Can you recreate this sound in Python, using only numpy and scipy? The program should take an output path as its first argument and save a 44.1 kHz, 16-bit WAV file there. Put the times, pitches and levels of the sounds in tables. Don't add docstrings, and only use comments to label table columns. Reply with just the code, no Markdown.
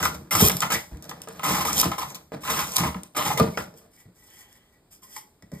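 import sys
import numpy as np
from scipy import signal
from scipy.fft import rfft, irfft, next_fast_len
from scipy.io import wavfile
from scipy.ndimage import uniform_filter1d

SR = 44100
rng = np.random.default_rng(int(sys.argv[2]) if len(sys.argv) > 2 else 0)


def unload_wav(signal):
    wavfile.write(
        sys.argv[1],
        SR,
        np.round(np.clip(np.atleast_2d(signal).T, -1, 1) * 32767).astype(np.int16),
    )


def ratio_of_db(decibels):
    return 10 ** (np.asarray(decibels, float) / 20)


N = 246959
TIME = np.arange(N) / SR
FREED = np.clip((TIME - 3.7) / 0.079, 0, 1)


def unit(x):
    return x / np.sqrt(np.mean(x ** 2))


def colour(x, points):
    hz, db = np.transpose(points)
    size = next_fast_len(x.shape[-1] + 4096)
    f = np.maximum(np.arange(size // 2 + 1) * SR / size, 1)
    gain = ratio_of_db(np.interp(np.log(f), np.log(hz), db))
    return irfft(rfft(x, size) * gain, size)[..., :x.shape[-1]]


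def drift(rate):
    count = int(6 * rate) + 2
    return np.interp(TIME[::64] * rate, np.arange(count), 1.2 * rng.standard_normal(count))


def walk(rate):
    hold = int(SR / rate)
    steps = np.repeat(rng.standard_normal(N // hold + 1), hold)
    return unit(uniform_filter1d(steps, hold // 2 + 1)[:N])


def each_sample(slow):
    return np.repeat(slow, 64)[:N]


def ring(x, modes, place_hz=None):
    filters = [signal.iirpeak(hz, hz / max(width, 5), SR) for hz, width, _ in modes]

    def favour(hz):
        near_db = 0
        if place_hz is not None:
            octaves_off = np.abs(np.log2(hz / place_hz[::64]))
            near_db = 4 - np.minimum(14 * octaves_off, 9)
        return each_sample(ratio_of_db(drift(30) + near_db))

    def body(v, weight):
        out = 0
        for k, ((hz, _, db), peak) in enumerate(zip(modes, filters)):
            out = out + (-1) ** k * ratio_of_db(db) * signal.lfilter(*peak, v * weight(hz))
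        return out

    response = body(signal.unit_impulse(SR // 2), lambda hz: 1)
    return body(x, favour) / np.sqrt(np.sum(response ** 2))


def phase_stereo(mid, side):
    # hz, phase_rad
    lead = [(0, 0), (250, -.2), (690, -.8), (1500, -.1), (2240, 1), (2760, 2.85), (3790, 1.5), (4820, 1),
            (5400, 2.3), (5850, 3.14), (6250, 3.75), (10300, 9.22), (11180, 9.62), (15700, 15.6)]
    hz, s, z = signal.stft(np.array([mid, side]), SR, nperseg=1024)
    reach = 0.2 * np.interp(hz, [0, 3000, 7000, 10000], [0, 1, 1, .3])
    sway = reach[:, None] * np.interp(s, TIME[::64], drift(9))
    half = (np.interp(hz, *np.transpose(lead))[:, None] + sway) / 2
    turned = z * np.array([np.cos(half), 1j * np.sin(half)])
    mid, side = signal.istft(turned, SR, nperseg=1024)[1][:, :N]
    return np.array([mid + side, mid - side])


def air():
    # hz, level_db
    room_tone = [(18, -32.5), (30, -8), (328, -15), (2030, -33.5), (2840, -33.5), (5030, -35),
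                 (5730, -41.5), (7830, -34.5), (15000, -39.5)]
    return ratio_of_db(-62) * phase_stereo(*unit(colour(rng.standard_normal((2, N)), room_tone)))


def fibres(rate, spread_db, grab_db, rub):
    chance = rng.random((2, N))
    size = ratio_of_db(spread_db * np.minimum(-np.log(chance[1] + 1e-9), 4))
    snaps = (chance[0] < rate / SR) * size * rng.choice([-1., 1.], N)
    grab = ratio_of_db(grab_db * walk(60) + grab_db * walk(250))
    return unit((unit(snaps) + rub * rng.standard_normal(N)) * grab)


def press(rows, kind):
    *columns, attack_s = kind
    share_db, part, release = (np.reshape(k, (-1, 1)) for k in columns)
    power = np.zeros((4, N))
    for start, length, db, swell_db, *extra_db in rows:
        span = slice(int(start * SR), int((start + length + .4) * SR))
        t = TIME[span] - start
        level_db = db + swell_db * np.clip(t / length, 0, 1) + share_db + part * sum(extra_db)
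        level_db = level_db - release * np.maximum(t - length, 0)
        power[:, span] += (ratio_of_db(level_db) * np.clip(t / attack_s, 0, 1)) ** 2
    return power


def cutting():
    # start_s, length_s, hiss_db, swell_db, depth_db
    cuts = [(0.0, 0.029, -37.5, -2, 5.5), (.026, 0.026, -32.5, 2.5, 4.5), (.308, 0.029, -29, 1, 0.5),
            (.35, 0.024, -28.5, 0, -1), (.496, 0.013, -31, -9.5, 6.5), (.617, 0.022, -28.5, -8.5, 9),
            (.703, 0.019, -31.5, 1.5, 7), (.72, 0.027, -30.5, 0, 1.5), (1.111, 0.016, -53, -29, 19.5),
            (1.394, 0.063, -58.5, 6, 12.5), (1.436, 0.16, -30, -2, 6), (1.608, 0.02, -31, -4.5, 5),
            (1.651, 0.049, -31, -0.5, 2.5), (1.828, 0.019, -33, -1, 7.5), (1.917, 0.018, -41, -5.5, 12),
            (1.982, 0.037, -35, -0.5, 5.5), (2.432, 0.073, -43.5, 9, 8), (2.499, 0.12, -31, -2.5, 4),
            (2.781, 0.037, -26, -11, 3.5), (2.834, 0.04, -36.5, -2, 9), (3.151, 0.014, -46, -1.5, 13),
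            (3.165, 0.076, -31, -6, 7), (3.25, 0.07, -30.5, -4, 6), (3.374, 0.012, -28, -5.5, 3.5),
            (3.577, 0.024, -38.5, -5, 5.5)]
    # start_s, length_s, hiss_db, swell_db
    tears = [(.14, 0.015, -35, -6.5), (.375, 0.047, -27.5, 8), (.425, 0.053, -23, 0.5), (.52, 0.14, -44, 6),
             (1.022, 0.039, -45.5, -9), (1.09, 0.01, -30.5, -7), (1.216, 0.022, -54.5, 7),
             (1.29, 0.16, -58, 7.5), (1.715, 0.049, -32.5, 5), (1.76, 0.05, -28.5, 8.5),
             (2.04, 0.05, -49, 4), (2.09, 0.033, -42, -1.5), (2.146, 0.0074, -37, 3),
             (2.403, 0.024, -51, 7), (2.59, 0.016, -27, -8), (2.62, 0.13, -38, 3), (2.745, 0.02, -38.5, 17),
             (3.032, 0.033, -54.5, 0.5), (3.42, 0.22, -52, 4.5)]
    # start_s, length_s, head_db, swell_db, bench_over_head_db
    shoves = [(0.0, 0.29, -44, -16, 12.5), (.345, 0.08, -37, 4, 9.5), (.415, 0.026, -28.5, -4.5, -9.5),
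              (.5, 0.086, -41.5, -7.5, 6), (.62, 0.036, -43, -6, 6.5), (.91, 0.13, -47, -8.5, 6),
              (1.03, 0.2, -44.5, -3.5, -1.5), (1.272, 0.18, -40, -8.5, -3.5), (1.45, 0.43, -54, 2, 16.5),
              (1.838, 0.01, -25.5, -3.5, 5), (2.05, 0.23, -47.5, -18.5, 3), (2.319, 0.046, -41, -2, 1),
              (2.5, 0.031, -35.5, 3.5, -1), (2.78, 0.066, -40, -5.5, 16.5), (2.945, 0.048, -39, -4, 1.5),
              (3.16, 0.17, -36.5, 1, -3.5), (3.398, 0.034, -28.5, -3, 10), (3.575, 0.013, -36.5, 4, 0),
              (3.62, 0.13, -55.5, -4, -4), (3.738, 0.12, -54, -3.5, -4), (4.05, 0.07, -76.5, -15.5, 29.5),
              (5.425, 0.082, -62, -11, 13.5), (5.512, 0.068, -61, -5, 18.5)]
    # start_s, length_s, rub_db, swell_db, grip_db
    rubs = [(3.76, 0.036, -54, -11, -12), (3.9, 0.11, -74.5, 11.5, 4.5), (4.14, 0.27, -70, 10.5, 2.5),
            (4.4, 0.031, -61.5, -3.5, 10.5), (4.45, 0.12, -74, 8.5, 3.5), (4.6, 0.16, -82, 2.5, 11.5),
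            (4.905, 0.035, -56.5, -1, -13), (5.015, 0.035, -53.5, -4, -6), (5.06, 0.11, -65, 15, -3),
            (5.15, 0.028, -46, -7, 6), (5.24, .015, -75, -11, 8), (5.515, 0.1, -61.5, -6, 7)]
    # share_db, part of the last event column added, release_db_per_s, attack_s
    cut_kind = (1.5, 3.5, -9.5, -7.5), (0.041, 0.93, 0.92, 1), (300, 420, 300, 179), 0.0017
    tear_kind = (-2, -7, -10, -14.5), 0, (910, 700, 509, 300), 0.0063
    shove_kind = (-16, -19, -2.5, 2.5), (0, 0, 0, 1), (399, 349.5, 256.3, 189), 0.01
    hands_kind = (0, 0, -24, -24), (0, 1, 0, 0), 330, .022
    power = press(cuts, cut_kind) + press(tears, tear_kind) + press(shoves, shove_kind) + press(rubs, hands_kind)
    splinters = fibres(250, spread_db=4.5, grab_db=2.0, rub=.1)
    tearing = unit(fibres(4000, spread_db=1.5, grab_db=1.0, rub=0.94) + 0.35 * splinters)
    scraping = unit(fibres(900, spread_db=0.5, grab_db=2.1, rub=0.3) + 0.24 * splinters)
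    shake = fibres(400, spread_db=0.0, grab_db=2.5, rub=1.1)
    gains = np.sqrt(power) * ratio_of_db(np.array([[4.5], [-2.5], [-2.5], [-3.0]]))
    effort_db = 10 * np.log10(power[0] + 1e-9)
    return gains * np.array([tearing, scraping, shake, shake]), effort_db


def edge(force, effort_db):
    # hz, level_db
    tear_colour = [(1500, -33.5), (2600, -0.5), (3500, -2), (4600, -6), (5600, 4.5), (8200, -5), (12000, 0),
                   (15500, -9), (17000, -12.5)]
    # hz, width_hz, level_db
    steel_modes = [(3210, 170, 2.6), (3820, 50, 1), (5120, 37, 3), (6900, 22, 2), (9190, 160, 0.48),
                   (10900, 5400, 3.2)]
    # hz, level_db
    skin_colour = [(1500, -6), (2300, -3.5), (3300, 6), (4000, -13), (5200, 9), (8200, 5), (12000, 11),
                   (16000, -7.5)]
    hiss = colour(force * (1 - FREED), tear_colour)
    bite = ratio_of_db(np.clip(2.0 * (effort_db + 25.0), -15, 0))
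    rings = 0
    for hz, width, db in steel_modes:
        drive = hiss * bite * each_sample(ratio_of_db(0.89 * drift(12.0)))
        rings = rings + ratio_of_db(db) * signal.lfilter(*signal.iirpeak(hz, hz / width, SR), drive)
    return hiss + rings + colour(force * FREED, skin_colour)


def patchy(x, effort_db, patch_db, tilt):
    hz, s, z = signal.stft(x, SR, nperseg=256)
    shade = uniform_filter1d(rng.standard_normal(z.shape), size=5, axis=0)
    shade = uniform_filter1d(shade, size=9, axis=1)
    octaves = np.log2(np.maximum(hz, 2000)[:, None] / 7000)
    bright = tilt * octaves * np.clip(np.interp(s, TIME, effort_db) + 12.0, -12, 12)
    return signal.istft(z * ratio_of_db(patch_db * unit(shade) + bright), SR, nperseg=256)[1][:N]


def blank(force):
    # hz, width_hz, level_db
    clamped_modes = [(836, 72, -2), (922, 60, -5), (1030, 45, -1.5), (1145, 68, -4.5), (1233, 150, -4),
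                     (1386, 170, -5), (1729, 140, -9), (1929, 70, -3), (2065, 90, -2), (2220, 90, -3),
                     (2870, 420, -4.5)]
    free_modes = [(850, 16, 10.5), (1040, 45, 6), (1950, 39, 6.5), (2270, 73, 3), (1760, 10000, -17.5)]
    # time_s, pitch_hz
    touched = [(0, 1290), (.7, 1050), (.75, 1950), (1.1, 1300), (1.45, 1090), (2.0, 1040), (2.5, 1150),
               (2.86, 1030), (3.2, 1100), (3.32, 850), (3.398, 1064), (3.52, 1000), (3.58, 1570),
               (4.42, 1876), (5.1, 1900), (5.16, 1270), (5.3, 1700), (5.6, 1900)]
    place_hz = np.interp(TIME, *np.transpose(touched))
    return ring(force * (1 - FREED), clamped_modes, place_hz) + ring(force * FREED, free_modes, place_hz)


def rocking():
    # start_s, peak_db, pitch_hz, fade_s
    swings = [(0.021, -33.5, 75.4, .017), (0.351, -24.5, 110, .017), (0.418, -17, 420, 0.014),
              (0.4246, -2, 186, 0.0054), (.441, -22, 380, 0.012), (0.43, -14, 73.4, .02),
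              (0.441, -16.5, 95, 0.0092), (0.4538, -13.5, 150, 0.0079), (0.921, -28.5, 55, .017),
              (0.942, -33.5, 78.5, 0.015), (1.609, -46, 89, 0.018), (1.798, -36, 58.6, .017),
              (1.845, -25.5, 172, 0.016), (2.805, -25, 165, 0.015), (2.955, -30, 191, .02),
              (3.399, -19.5, 605, 0.0059), (3.402, -19, 450.3, .022), (3.4072, -14.5, 211, 0.02),
              (3.4097, -10.5, 148.7, 0.014), (3.3989, -12.5, 1208, 0.0054), (4.056, -43.5, 108.8, .017),
              (5.432, -48, 106, 0.018), (5.519, -43.5, 420, 0.019), (5.521, -43.5, 556, 0.018)]
    out, t = np.zeros(N + SR), np.arange(SR // 4) / SR
    for s, db, hz, fade_s in swings:
        envelope = (1 - np.exp(-t / 0.0021)) * np.exp(-t / fade_s)
        out[int(s * SR):int(s * SR) + len(t)] += ratio_of_db(db + 4.0) * np.sin(2 * np.pi * hz * t) * envelope
    return out[:N]


def knocks():
    # start_s, crack_db, crack_hz
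    snaps = [(.4026, -13, 12400), (0.4275, -8, 12920), (0.463, -13.5, 12600), (.411, -10.5, 13000),
             (0.451, -9.5, 5000), (0.4843, -5.5, 12900), (0.5171, -15.5, 7200), (.5683, -15.5, 12100),
             (.605, -11, 6990), (.9711, -37, 2000), (1.0244, -32.5, 8610), (1.053, -41, 5200),
             (1.0943, -25.5, 4950), (1.218, -27, 8720), (1.2862, -28.5, 8700), (1.3608, -41.5, 2000),
             (1.73, -13.5, 7300), (1.7692, -16.5, 13100), (1.78, -12.5, 7500), (1.799, -8, 5000),
             (1.8142, -8, 13700), (1.842, -17.5, 5000), (2.103, -31, 7040), (2.1465, -25, 3930),
             (2.5022, -19, 3410), (2.5924, -18, 7000), (2.6723, -29.5, 8000), (2.7197, -27, 7900),
             (2.7371, -21.5, 9100), (2.7667, -6, 4570), (2.995, -50, 4500), (3.0337, -28.5, 9100),
             (3.136, -54.5, 1500), (3.2751, -21, 4520), (3.3329, -24, 8000), (3.7753, -51, 8000)]
    # start_s, crack_db, blank_over_crack_db, crack_hz
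    bites = [(0.0277, -21.5, -4.5, 6800), (0.0536, -14.5, -5.5, 5140), (0.3129, -33.5, -4, 5000),
             (0.3516, -16, -3, 6860), (0.4971, -10, -9.5, 3900), (0.7023, -27, 1.5, 6500),
             (1.3947, -35, 2, 5000), (1.433, -26.5, -1, 13000), (1.6507, -24, 0.5, 7090),
             (1.8293, -27, 3.5, 3210), (1.9163, -21.5, -6.5, 5000), (1.9811, -29.5, 1, 7990),
             (2.0302, -27, -8, 3660), (2.9447, -47.5, 14, 3330), (3.1485, -45, 7.5, 9200),
             (2.7811, -26.5, 0, 4500), (2.8339, -22.5, -4.5, 5000), (3.1637, -25, -4, 5000),
             (1.112, -36.5, 3.5, 5000)]
    # start_s, crack_db, then blank_db, head_db, bench_db above the
    thuds = [
        (1.274, -41.5, 0, 7.5, -11),
        (2.3199, -41.5, -1.5, 13, 3),
        (3.3745, -30.5, -5, 6, -13),
        (3.3982, -12, -10, 0.5, -5.5),
        (3.5741, -24.5, 0, 1.5, -14),
        (3.7401, -54, -9, 9, 3),
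        (5.1645, -33.5, -4, -31, -32),
        (5.177, -39, -6.5, -25.5, -30),
        (5.424, -52.5, -2.5, 3.5, 9),
        (5.5175, -48.5, -6, 6.5, 19.5),
    ]
    snap_under = -29, -37.5, -33
    bite_under = -7.5, -11.5
    blows = [(s, db, *snap_under, hz) for s, db, hz in snaps]
    blows += [(s, db, tap, tap + bite_under[0], tap + bite_under[1], hz) for s, db, tap, hz in bites]
    blows += [(*row, 5000) for row in thuds]
    size = 1500
    forces, t = np.zeros((4, N + size)), np.arange(size) / SR
    for s, db, blank_db, head_db, bench_db, hz in blows:
        noise = rng.standard_normal(size)
        burst = noise * (np.exp(-t / .0015) + .2 * np.exp(-t / .005))
        crack = ratio_of_db(-3.5) * (burst + 1.8 * signal.lfilter(*signal.iirpeak(hz, 4.0, SR), burst))
        tap = ratio_of_db(blank_db + 4.0) * (3 * np.exp(-t / .0001) + noise * np.exp(-t / 0.0042))
        head = ratio_of_db(head_db - 0.5) * np.exp(-t / 0.00085)
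        bench = ratio_of_db(bench_db - 7.5) * np.exp(-((t - .008) / 0.00052) ** 2)
        forces[:, int(s * SR):int(s * SR) + size] += ratio_of_db(db) * np.array([crack, tap, head, bench])
    return forces[:, :N]


def woodwork():
    # hz, width_hz, level_db
    head_modes = [(396.4, 48, 2.5), (459, 63, -1), (491, 37, 4), (600, 80, -3.5), (680.5, 32, 1.5),
                  (546, 420, -1)]
    bench_modes = [(71.8, 12, -4), (121, 50, -8.5), (142, 20, -0.5), (180, 21, -1.5), (220.6, 14, -5),
                   (300, 72, -11.5)]
    steady, effort_db = cutting()
    on_edge, on_blank, on_head, on_bench = steady + knocks()
    hiss = patchy(edge(on_edge, effort_db), effort_db, patch_db=1.14, tilt=0.012)
    return hiss + blank(on_blank) + ring(on_head, head_modes) + ring(on_bench, bench_modes)


def squeaks():
    # start_s, length_s, level_db, pitch_hz
    chatters = [(0.31, 0.014, -23, 2090), (0.31, 0.014, -27, 1370), (0.349, 0.0063, -19, 1260),
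                (0.729, 0.022, -32.5, 1940), (1.981, 0.02, -29, 1040), (2.858, 0.022, -24.5, 1030),
                (3.372, 0.011, -27, 2050), (3.542, 0.013, -43, 2220), (5.025, 0.037, -55, 1040),
                (1.682, .008, -25, 1200), (2.025, .01, -29, 1000), (.437, .012, -27, 1080),
                (3.195, .022, -29, 1050), (3.172, .03, -31, 620), (3.32, .045, -37, 850),
                (4.41, .08, -64, 850)]
    out = np.zeros(N)
    for s, length, db, hz in chatters:
        rise, fall = (TIME - s) / 0.0012, (s + length - TIME) / 0.0022 + 1
        shape = np.clip(np.minimum(rise, fall), 0, 1)
        out += ratio_of_db(db) * shape * np.sin(2 * np.pi * hz * TIME + 0.4 * walk(150))
    return out


def palm():
    # time_s, level_db
    slide = [
        (4.22, -81),
        (4.302, -61.5),
        (4.486, -64),
        (4.701, -73),
    ]
    s, db = np.transpose(slide)
    level = ratio_of_db(np.interp(TIME, s, db, left=-120, right=-120) + 1.5)
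    skin_modes = [(3030, 560, 0.45), (3450, 300, -1.7), (1910, 150, -1.5)]  # hz, width_hz, level_db
    return ring(rng.standard_normal(N) * level, skin_modes)


def shop(x):
    # band_hz, t60_s
    decay = [(150, .4), (600, 0.33), (2400, 0.22), (9000, 0.41)]
    share = [-28.5, -7, -6.5, -13.5]
    t = np.arange(SR // 2) / SR
    tail = 0
    for (hz, t60), db in zip(decay, share):
        octaves = signal.butter(2, [hz / 2, hz * 2], "bandpass", fs=SR, output="sos")
        band = unit(signal.sosfilt(octaves, rng.standard_normal((3, len(t)))))
        fade = np.exp(-np.log(1000) * t / t60) * np.minimum(t / 0.0021, 1)
        even = np.sqrt(3 * hz / SR * 2 * np.log(1000) / t60 / SR)
        tail = tail + ratio_of_db(db) * band * even * fade
    return signal.fftconvolve(x[None], 1.29 * tail, axes=1)[:, :N]


def scene():
    near = woodwork() + rocking() + squeaks() + palm()
    walls = shop(near)
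    sides = colour(walls[2], [(150, -17), (600, -1.0), (1200, -3.0), (3500, -8), (5500, -9.5), (12000, -9)])
    heard = phase_stereo(near + walls[0], ratio_of_db(-2.0) * (near + 0.81 * walls[1]))
    return heard + sides * np.array([[1], [-1]]) + air()


def roll_off(x):
    return signal.sosfilt(signal.butter(12, 16500, fs=SR, output="sos"), x)


def record(dry):
    dry = signal.sosfilt(signal.butter(2, 45, "highpass", fs=SR, output="sos"), dry)
    rounded = .9 * np.tanh(dry / .9)
    mix = signal.sosfilt(signal.ellip(8, .3, 36, 15750, fs=SR, output="sos"), rounded)
    return roll_off(mix)


dry = scene()
out = record(dry)
unload_wav(out)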